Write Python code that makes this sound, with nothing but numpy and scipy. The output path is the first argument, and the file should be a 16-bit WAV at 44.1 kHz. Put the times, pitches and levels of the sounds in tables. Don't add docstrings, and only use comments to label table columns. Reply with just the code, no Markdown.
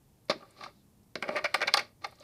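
import sys
import numpy as np
from scipy import signal
from scipy.fft import rfft, irfft
from scipy.io import wavfile
from scipy.ndimage import uniform_filter1d

SR = 44100
rng = np.random.default_rng(int(sys.argv[2]) if len(sys.argv) > 2 else 0)


def boost(x):
    u = np.asarray(x, float) / 20
    return 10 ** u


def to_wav(sig):
    pcm = np.clip(np.atleast_2d(sig), -1, 1) * 32767
    pcm = np.round(pcm).astype(np.int16)
    wavfile.write(sys.argv[1], SR, pcm.T)


N = 98475

# frequency in Hz, relative level in dB per Hz.
AIR = [(12, -35.5), (20, -13.5), (126, -2), (225, -9.5), (266, -9.5), (597, -21), (667, -21.5), (788, -20),
       (906, -22), (1410, -30.5), (3640, -33), (13500, -31.5), (15500, -36)]
# time in seconds, pitch in Hz, level in dB.
HUM = [(0.74, 206, -84), (0.754, 201.7, -67.5), (1.052, 207.8, -69.5), (1.056, 207, -81), (1.1, 204, -77)]
# time in seconds, pitch in Hz, level in dB.
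WHISTLE = [(.70, 3660, -86), (.735, 3680, -84), (.785, 3940, -82), (.818, 3480, -81), (.824, 3450, -90)]
# start in seconds, level in dB before filtering, lower band edge in Hz.
TICKS = [(0.2528, -56.5, 8000), (0.507, -52, 6860), (1.031, -61, 4500), (2.069, -52.5, 8400),
         (2.11, -54.5, 8500), (2.154, -52.5, 4800), (2.199, -47.5, 5400)]
# pitch in Hz, relative level in dB, time to fall by 60 dB in seconds.
BOARD_MODES = [(172.5, -45.5, 0.23), (243.8, -24.5, 0.14), (267.5, -11, 0.025), (375, -10.5, 0.034)]
# start in seconds, relative strength in dB before a small random change.
THUMPS = [(0.2972, -16.5), (.312, -35), (0.358, -31.5), (0.422, -39.5), (1.155, -26), (1.184, -36),
          (1.225, -25), (1.29, -23), (1.34, -37), (1.40, -44), (1.445, -34), (1.541, -32)]
# time in seconds, relative level in dB, brightness in dB (per octave in the disc's modes).
ROLL = [
    [(.3, -45, 12), (.342, -69.5, 5.5), (.40, -63, -4), (.464, -67.5, -2.5), (.51, -68, -2.5),
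     (.558, -69, -1.5), (.575, -60, -0.5), (.61, -56.5, -1.5), (.645, -56.5, 5.5), (.686, -57.5, -4.5),
     (.715, -74, 1.5), (.76, -93, 11), (.83, -83, 3)],
    [(1.16, -67, 9), (1.20, -78, 4), (1.225, -48, -6), (1.26, -50, -7), (1.285, -50, -8), (1.328, -45, -6),
     (1.356, -43.5, -7.5), (1.40, -53.5, -5), (1.43, -55, -5.5), (1.47, -61, 0.5), (1.535, -57, -4),
     (1.56, -48, 1.5), (1.60, -51.5, -2), (1.645, -54, -9.5), (1.67, -45, -6), (1.70, -57, -6),
     (1.73, -54.5, 0.5), (1.76, -51, -9), (1.81, -50.5, 0.5), (1.85, -62.5, 0), (1.92, -77.5, -4)],
    [(2.01, -64, -7), (2.03, -62.5, 1.5), (2.07, -58.5, -4), (2.11, -73, 4.5), (2.19, -69.5, -3),
     (2.21, -69, 3.5), (2.233, -53, -2)],
]
# pitch in Hz, relative level in dB, time to fall by 60 dB in seconds.
DISC_MODES = [(494, -36, 0.013), (610.4, 0.5, 0.031), (670.5, -6.5, 0.022), (811, 0.5, 0.02),
              (906, -7, 0.0087), (1190, 3, 0.02), (1497, -6, 0.023), (1593, -3.5, 0.027), (1957, 2.5, 0.01),
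              (2178, 4.5, 0.01), (2320, -10.5, 0.014), (2744, -5, 0.027), (3205, -6, 0.0075),
              (3678, 3.5, 0.0063), (4135, 8.5, 0.0053), (4546, 10, 0.0037), (4998, -8.5, 0.017),
              (5460, -6, 0.0064), (6000, -17, 0.0033)]
# start in seconds, then relative strength in dB of the modes near 2 kHz, 550 Hz, 1 kHz and 4.5 kHz.
TAPS = [(0.2967, -19.5, -10, -13.5, -19), (0.299, -27, -45, -27.5, -50), (0.3077, -23, -26, -39, -25),
        (0.327, -30.5, -28, -47, -52), (0.407, -60, -39, -46, -53), (0.4237, -45.5, -54, -42.5, -62),
        (0.429, -67, -47, -40, -63), (0.4379, -63, -61, -47.5, -65), (0.452, -67, -67, -47, -59),
        (0.5645, -67, -61, -45.5, -57), (0.6088, -40, -58, -32, -40.5), (0.636, -31, -62, -35.5, -35.5),
        (0.6607, -64, -67, -27, -60), (1.155, -21.5, -23, -30, -23), (1.225, -16, -35, -23, -29.5),
        (1.2404, -27, -59, -39, -59), (1.2893, -24.5, -16.5, -20.5, -33.5), (1.306, -32, -42, -63, -71),
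        (1.3569, -20.5, -23, -44, -43.5), (1.3696, -28, -31, -31.5, -38.5), (1.555, -26.5, -24, -43, -40),
        (1.6069, -21, -45, -27, -36.5), (1.6159, -16, -20, -18, -23), (1.673, -24, -45, -48, -26),
        (1.7392, -17, -36.5, -23, -6), (1.8154, -45, -41, -52, -52), (2.02, -48, -56, -45, -56),
        (2.062, -59.5, -28, -55, -62), (2.1232, -51.5, -50, -40, -66), (2.206, -69, -41, -49, -51)]
ROCKS = [(0.283, -51, -48, -57, -54), (0.309, -35.5, -51, -24, -40), (0.586, -72, -70, -49, -66),
         (0.622, -55, -64, -36, -63), (0.639, -63, -65, -38, -58), (1.225, -47, -55, -59, -54),
         (1.2795, -32.5, -59, -37, -49), (1.362, -24.5, -26, -23, -36), (1.375, -26, -52, -32, -43),
         (1.383, -34, -32, -40, -44), (1.389, -42.5, -47, -33, -67), (1.4411, -19, -16, -24.5, -28.5),
         (1.453, -20, -31, -31, -34.5), (1.5408, -16, -26, -15, -21.5), (1.623, -19, -21, -35, -30),
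         (1.632, -27.5, -35, -35, -64), (1.6755, -19, -29.5, -20, -23), (1.686, -27, -54.5, -35, -71.5),
         (1.734, -47, -52.5, -45, -36), (1.7385, -17, -40, -15.5, -47), (1.768, -32.5, -48, -19.5, -29.5),
         (1.7712, -25, -39, -29, -19.5), (1.778, -29.5, -30, -33.5, -50.5), (1.79, -20.5, -46, -28, -26.5),
         (1.804, -48, -33.5, -54, -56), (2.037, -42, -74, -33, -51), (2.043, -27.5, -39, -26, -30),
         (2.185, -89, -61, -56.5, -60)]
GROUP_EDGES_HZ = [700, 1400, 2450, 3000]
# start in seconds, relative level in dB.
TREBLE_BURSTS = [(1.2245, -23.5), (1.362, -24.5), (1.543, -7), (1.617, -43), (1.7395, 0), (1.7695, -10),
                 (1.7945, -19.5)]

AIR_DB = -64
TICK_S = 0.005
SHUDDER_S, SHUDDER_DB = 0.03, -30.5
ROLL_DISC_DB, ROLL_CRACK_DB, ROLL_BOARDS_DB = -5.5, 11, -0.5
ROLL_PER_S, CHATTER_PER_S = 5500, 14000
CHATTER_SPREAD_DB = 2.0
FIRST_CLICK_DB = -2
TAP_S, ROCK_S = 0.0038, 0.003
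TAP_SHORTENS = 0.15
MODE_SCATTER_DB, STRIKE_DB, DISC_CUT_HZ = 1.5, -9, 365
SKIRT = 1.22
CRACK_DB, CRACK_LOW_HZ, CRACK_HIGH_HZ = -2.5, 7430, 9440
CRACK_FOLLOWS_HIGH = 0.44
ROOM_T60_S, ROOM_DB, WALL_CUT_HZ = 0.2, -15, 7000
MIC_CUT_HZ, TOP_CUT_HZ = 10, 15900


def air():
    hz, db = np.transpose(AIR)
    f = np.maximum(np.arange(N // 2 + 1) * SR / N, 1)
    colour = boost(np.interp(np.log(f), np.log(hz), db))
    x = irfft(rfft(rng.standard_normal(N)) * colour, N)
    return boost(AIR_DB) * x / np.std(x)


def in_time(rows):
    s, *columns = np.transpose(rows)
    t = np.arange(N) / SR
    return [np.interp(t, s, c) for c in columns] + [(t >= s[0]) & (t <= s[-1])]


def tone(rows):
    hz, db, inside = in_time(rows)
    fade = uniform_filter1d(inside * 1., size=300)
    return np.sqrt(2) * boost(db) * fade * np.sin(2 * np.pi * np.cumsum(hz) / SR)


def dying(s, decay_s):
    t = np.arange(N) / SR
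    return (t > s) * np.exp(-np.abs(t - s) / decay_s)


def ticks():
    noise, out = rng.standard_normal(N), np.zeros(N)
    for s, db, hz in TICKS:
        band = signal.butter(2, [hz, 1.52 * hz], "band", fs=SR, output="sos")
        out += boost(db) * dying(s, TICK_S) * signal.sosfilt(band, noise)
    return out


def ring(clicks, hz, t60):
    r, w = boost(-60 / (t60 * SR)), 2 * np.pi * hz / SR
    return signal.lfilter([0, np.sin(w)], [1, -2 * r * np.cos(w), r * r], clicks + 1e-18)


def boards(roll):
    s, db = np.transpose(THUMPS)
    out, t = np.zeros(N), np.arange(SR // 5) / SR
    for hz, mode_db, t60 in BOARD_MODES:
        shaking = boost(SHUDDER_DB) * np.exp(-t / SHUDDER_S) * rng.standard_normal(len(t))
        shudder = (t == 0) + shaking
        clicks = roll * boost(ROLL_BOARDS_DB)
        clicks[(s * SR).astype(int)] += boost(db + 1.0 * rng.standard_normal(40)[:len(s)])
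        clicks = signal.fftconvolve(clicks, shudder)[:N]
        out += boost(mode_db) * ring(clicks, hz, t60)
    return signal.sosfilt(signal.butter(3, [130, 700], "band", fs=SR, output="sos"), out)


def grains(per_s):
    happens = rng.random(N) < per_s / SR
    size = boost(CHATTER_SPREAD_DB * np.minimum(rng.exponential(1, N), 4))
    x = happens * size * rng.choice([-1, 1], N)
    return x / np.sqrt(np.mean(x ** 2) * SR / 1000)


def rolling():
    rub, roll, bright = grains(ROLL_PER_S), np.zeros(N), np.zeros(N)
    for rows in ROLL:
        level_db, bright_db, inside = in_time(rows)
        roll += boost(level_db) * inside * rub
        bright += bright_db * inside
    return roll, bright


def chatter(gains, clicks, hz, width_hz):
    t, is_tap = np.arange(1500) / SR, np.arange(len(gains))[:, None] < len(TAPS)
    starts = (np.array(TAPS + ROCKS)[:, 0] * SR).astype(int)
    tap_run = np.exp(-t / TAP_S * (hz / 1500) ** TAP_SHORTENS)
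    rock_run = t / ROCK_S * np.exp(1 - t / ROCK_S)
    run = np.where(is_tap, tap_run, rock_run)
    bursts = run * clicks[starts[:, None] + np.arange(1500)]
    bursts[:, :1] += boost(FIRST_CLICK_DB) * is_tap
    heard = 1 / (1 + (2 * (np.arange(751) * SR / 1500 - hz) / width_hz) ** 2)
    energy = np.abs(rfft(bursts)) ** 2 @ heard / heard.sum()
    wanted = np.sum(run ** 2, axis=1) * 1000 / SR
    bursts *= (gains * np.sqrt(wanted / energy))[:, None]
    out = np.zeros(N + 1500)
    for i, burst in zip(starts, bursts):
        out[i:i + 1500] += burst
    return out[:N]


def disc_body(roll, bright, clicks):
    _, upper_db, low_db, mid_db, high_db = np.transpose(TAPS + ROCKS)
    out = np.zeros(N)
    for hz, mode_db, t60 in DISC_MODES:
        blend = np.interp(hz, GROUP_EDGES_HZ[2:], [0, 1])
        top_db = (1 - blend) * upper_db + blend * high_db
        group_db = (low_db, mid_db, top_db)[np.searchsorted(GROUP_EDGES_HZ[:2], hz)]
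        scatter_db = MODE_SCATTER_DB * rng.standard_normal(100)[:len(group_db)]
        hits = chatter(boost(group_db + STRIKE_DB + scatter_db), clicks, hz, 5.3 / t60)
        rub = roll * boost(ROLL_DISC_DB + bright * np.log2(hz / 1500))
        rung = ring(hits + rub, hz, t60)
        skirt = signal.butter(1, [hz / SKIRT, hz * SKIRT], "band", fs=SR)
        out += boost(mode_db) * signal.lfilter(*skirt, rung)
    return signal.sosfilt(signal.butter(4, [DISC_CUT_HZ, 7000], "band", fs=SR, output="sos"), out)


def disc_crack(roll, bright, clicks):
    _, upper_db, _, _, high_db = np.transpose(TAPS + ROCKS)
    edge_db = CRACK_FOLLOWS_HIGH * high_db + (1 - CRACK_FOLLOWS_HIGH) * upper_db
    edge = chatter(boost(edge_db), clicks, CRACK_LOW_HZ, CRACK_HIGH_HZ)
    edge += roll * boost(ROLL_CRACK_DB + bright)
    for s, db in TREBLE_BURSTS:
        edge += clicks[N:] * boost(db) * dying(s, TAP_S)
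    edge = signal.sosfilt(signal.butter(3, CRACK_LOW_HZ, "high", fs=SR, output="sos"), edge)
    edge = signal.sosfilt(signal.butter(3, CRACK_HIGH_HZ, fs=SR, output="sos"), edge)
    return boost(CRACK_DB) * edge


def disc(roll, bright):
    clicks = np.tile(grains(CHATTER_PER_S), 2)
    return disc_body(roll, bright, clicks) + disc_crack(roll, bright, clicks)


def room(x):
    t = np.arange(int(.4 * SR)) / SR
    noise = rng.standard_normal(len(t))
    dull = signal.sosfilt(signal.butter(2, WALL_CUT_HZ, fs=SR, output="sos"), noise)
    tail = dull * boost(-60 * t / ROOM_T60_S)
    tail += (noise - dull) * boost(-90 * t / ROOM_T60_S)
    tail *= t > .004
    return boost(ROOM_DB) * signal.fftconvolve(x, tail / np.sqrt(np.sum(tail ** 2)))[:N]


def scene():
    roll, bright = rolling()
    near = disc(roll, bright) + boards(roll) + ticks()
    in_room = near + room(near)
    return (in_room + air() + tone(HUM) + tone(WHISTLE))[None]


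def top_cut(x):
    return signal.sosfilt(signal.butter(12, 15670, fs=SR, output="sos"), x)


def record(dry):
    x = signal.sosfilt(signal.butter(1, MIC_CUT_HZ, "high", fs=SR, output="sos"), dry)
    x = signal.sosfilt(signal.cheby2(20, 60, TOP_CUT_HZ, fs=SR, output="sos"), x)
    return top_cut(x)


dry = scene()
out = record(dry)
to_wav(out)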